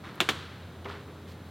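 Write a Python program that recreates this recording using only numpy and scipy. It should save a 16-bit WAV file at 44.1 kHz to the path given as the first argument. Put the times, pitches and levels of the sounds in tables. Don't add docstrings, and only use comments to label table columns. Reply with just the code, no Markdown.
import sys
import numpy as np
from scipy import signal
from scipy.fft import rfft, irfft
from scipy.io import wavfile

SR = 44100
rng = np.random.default_rng(int(sys.argv[2]) if len(sys.argv) > 2 else 0)


def unload_audio(sound):
    columns = np.transpose(np.atleast_2d(sound))
    steps = np.round(np.clip(columns, -1, 1) * 32767)
    wavfile.write(sys.argv[1], SR, steps.astype(np.int16))


N = 66150
T = np.arange(N) / SR
HZ = np.maximum(np.arange(N // 2 + 1) * SR / N, 1)


def from_db(db):
    return 10 ** (np.asarray(db) / 20)


def rms_one(x):
    return x / np.sqrt(np.mean(x ** 2) + 1e-20)


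def at_hz(points, hz):
    frequencies, values = np.transpose(points)
    return np.interp(np.log(hz), np.log(frequencies), values)


def noise(spectrum, tilt_db=0):
    octaves = np.log2(np.maximum(HZ, 200) / 1000)
    gain = from_db(at_hz(spectrum, HZ) + tilt_db * octaves)
    return rms_one(irfft(np.exp(2j * np.pi * rng.random(len(HZ))) * gain, N))


def drift(cutoff_hz):
    return rms_one(irfft(rfft(rng.standard_normal(N)) / (1 + (HZ / cutoff_hz) ** 4), N))


def envelope(start, attack, t60, hold=0):
    age = T - start
    decay_db = -60 * np.maximum(age - attack - hold, 0) / t60
    return np.clip(age / attack, 0, 1) * from_db(np.maximum(decay_db, -300))


def ring(start, modes, pitch=1):
    age = np.maximum(T - start, 0)
    return sum((-1) ** k * from_db(db - 60 * age / t60) * np.sin(2 * np.pi * hz * pitch * age)
               for k, (hz, db, t60) in enumerate(modes))


# (time [s], level [dB], frequency ratio [1])
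STUD_CONTACTS = [(0.2035, -13.5, 1.05), (0.2886, -17.5, 0.854), (0.291, -19, 0.8)]
# (frequency [Hz], relative level [dB], t60 [s])
STUD_MODES = [(1300, -4.5, 0.0071), (2175, -4, .014), (2690, -1.5, 0.015), (3405, -7, 0.015)]
# (frequency [Hz], relative level [dB])
CRACK_SPECTRUM = [(1500, -16), (4500, -3), (7300, 5.5), (9500, -5.5), (13000, -6.5), (16000, -6.5)]
def stud():
    out = 0
    for start, db, pitch in STUD_CONTACTS:
        crack = from_db(-12.5) * noise(CRACK_SPECTRUM) * envelope(start, attack=0.00018, t60=0.0099)
        out += from_db(db) * (ring(start, STUD_MODES, pitch) + crack)
    return out


# (time [s], scatter level [dB], reverberation level [dB], scatter tilt [dB/octave])
SNAPS = [(0.2036, -20.5, -39.5, -1), (0.2886, -19.5, -40, -0.5)]
# (frequency [Hz], level in first snap [dB], level in second snap [dB], t60 [s])
FRAME_MODES = [(140.6, -44, -53.5, .3), (205.7, -33.5, -34, 0.082), (283, -28.5, -34.5, 0.061),
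               (368.7, -28, -36.5, 0.13), (778.5, -32.5, -37, 0.07), (1040, -30.5, -43, 0.12),
               (1346, -43, -23.5, 0.055), (2153, -42, -23, 0.041), (2374, -44, -38.5, 0.15),
               (2576, -40, -40, 0.16), (2810, -36, -41, 0.12), (3180, -42, -43, 0.1),
               (3420, -32, -29.5, 0.11), (3737, -34.5, -33, 0.091)]
# (frequency [Hz], relative level [dB])
SCATTER_SPECTRUM = [(100, -13), (280, 3), (450, -1), (630, -3), (1100, -1), (2300, -0.5), (3600, 2),
                    (5000, -12), (7300, -15.5), (9500, -20.5), (15500, -26)]
def frame_and_cabin():
    out = 0
    for k, (start, scatter_db, tail_db, tilt_db) in enumerate(SNAPS):
        modes = [(hz, levels[k], t60) for hz, *levels, t60 in FRAME_MODES]
        scatter = noise(SCATTER_SPECTRUM, tilt_db) * envelope(start, attack=0.00044, t60=0.094)
        out += ring(start, modes) + from_db(scatter_db) * scatter
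        out += from_db(tail_db) * cabin_reverberation(start)
    return out


# (frequency [Hz], relative level [dB])
CABIN_SPECTRUM = [(150, -2.5), (350, 9), (650, -5.5), (1300, 4), (2300, -3.5), (3800, -1), (5200, -11),
                  (8000, -12.5), (15000, -26)]
# (frequency [Hz], t60 [s])
CABIN_T60 = [(200, 0.36), (1400, 1.38), (3700, 1.24), (7000, 0.59), (14000, 0.34)]
def cabin_reverberation(start):
    spectrum = rfft(noise(CABIN_SPECTRUM))
    centres_hz = 125 * 2. ** np.arange(8)
    out = 0
    for hz, selector in zip(centres_hz, np.eye(len(centres_hz))):
        band_gain = np.interp(np.log(HZ), np.log(centres_hz), selector)
        band = irfft(spectrum * band_gain, N)
        out += band * envelope(start, attack=0.0085, t60=at_hz(CABIN_T60, hz))
    return out


# (time [s], level [dB], t60 [s])
BUMPS = [(0.852, -33, 0.086)]
# (frequency [Hz], relative level [dB])
BUMP_SPECTRUM = [(100, -16), (300, 2), (500, 1), (750, -1), (1250, -1.5), (2500, -12.5), (5000, -29),
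                 (12000, -56)]
# (frequency [Hz], level [dB], t60 [s])
PANEL_MODES = [(397.4, -34.5, .13), (409, -45.5, 1.42)]
def hand_bump():
    return sum(from_db(db) * noise(BUMP_SPECTRUM) * envelope(start, attack=0.0042, t60=t60)
               + ring(start, PANEL_MODES) for start, db, t60 in BUMPS)


# (time [s], level [dB], t60 [s], centre frequency [Hz])
TICKS = [(0.155, -53.5, 0.018, 11500), (0.2106, -28, .008, 7000), (0.2957, -32, 0.0071, 5000),
         (0.845, -47, 0.031, 3020), (0.8952, -50, .015, 4500)]
def ticks():
    out = 0
    for start, db, t60, hz in TICKS:
        band = noise([(hz / 3, -30), (hz, 0), (hz * 3, -26)])
        out += from_db(db) * band * envelope(start, attack=0.00056, t60=t60)
    return out


# (time [s], level [dB], attack [s], hold [s], t60 [s], tilt [dB/octave])
CLOTH_STROKES = [(0.037, -46, 0.0032, 0.048, 0.73, -0.5), (0.167, -49, 0.01, 0.023, 0.11, -2),
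                 (0.866, -41.5, 0.026, 0.026, 0.49, -1), (1.062, -50.5, 0.021, 0.027, 0.18, -4.5),
                 (1.272, -57, .008, .04, 0.16, 6.5), (1.445, -68, .02, .04, .2, 15)]
# (frequency [Hz], relative level [dB])
CLOTH_SPECTRUM = [(150, -5), (450, -3), (700, -8.5), (1050, 2.5), (1700, -1.5), (2600, -7.5), (4000, -10),
                  (6000, -23.5), (9000, -32.5), (15000, -40)]
def cloth():
    grain_depth_db = 2
    grain = rms_one(from_db(grain_depth_db * drift(cutoff_hz=280)))
    strokes = sum(from_db(db) * noise(CLOTH_SPECTRUM, tilt_db) * envelope(start, attack, t60, hold)
                  for start, db, attack, hold, t60, tilt_db in CLOTH_STROKES)
    return grain * strokes


# (time [s], level [dB])
HUM_LEVEL = [(0, -57.5), (.25, -56), (.38, -46), (.7, -51), (.9, -46), (1.1, -49.5), (1.5, -49)]
def hum(pitch_hz=87.2, depth=0.23):
    waver = 1 + depth * (drift(cutoff_hz=14) + 1j * drift(cutoff_hz=14))
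    tone = rms_one(np.real(waver * np.exp(2j * np.pi * pitch_hz * T)))
    return from_db(np.interp(T, *np.transpose(HUM_LEVEL))) * tone


# (frequency [Hz], relative level [dB])
OUTDOOR_SPECTRUM = [(30, -20), (58, -15), (75, -6), (110, 0.5), (160, -1), (300, -7), (500, -10.5),
                    (720, -15), (1400, -18), (2000, -22.5), (2800, -26.5), (3900, -24.5), (5200, -36.5),
                    (7500, -42), (15000, -48)]
def outdoors():
    return from_db(-46.5) * noise(OUTDOOR_SPECTRUM)


# (frequency [Hz], relative level [dB])
HISS_SPECTRUM = [(300, -5), (2500, -16.5), (4000, -13), (5200, 1.5), (9000, 1), (15500, 0)]
def hiss():
    return from_db(-66.5) * np.array([noise(HISS_SPECTRUM), noise(HISS_SPECTRUM)])


def scene():
    centre = stud() + frame_and_cabin() + hand_bump() + ticks() + cloth() + hum() + outdoors()
    return centre + hiss()


def record(dry):
    high_pass = signal.butter(4, 60, "high", fs=SR, output="sos")
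    low_pass = signal.ellip(10, .1, 80, 15900, fs=SR, output="sos")
    return signal.sosfilt(low_pass, signal.sosfilt(high_pass, dry))


dry = scene()
out = record(dry)
unload_audio(out)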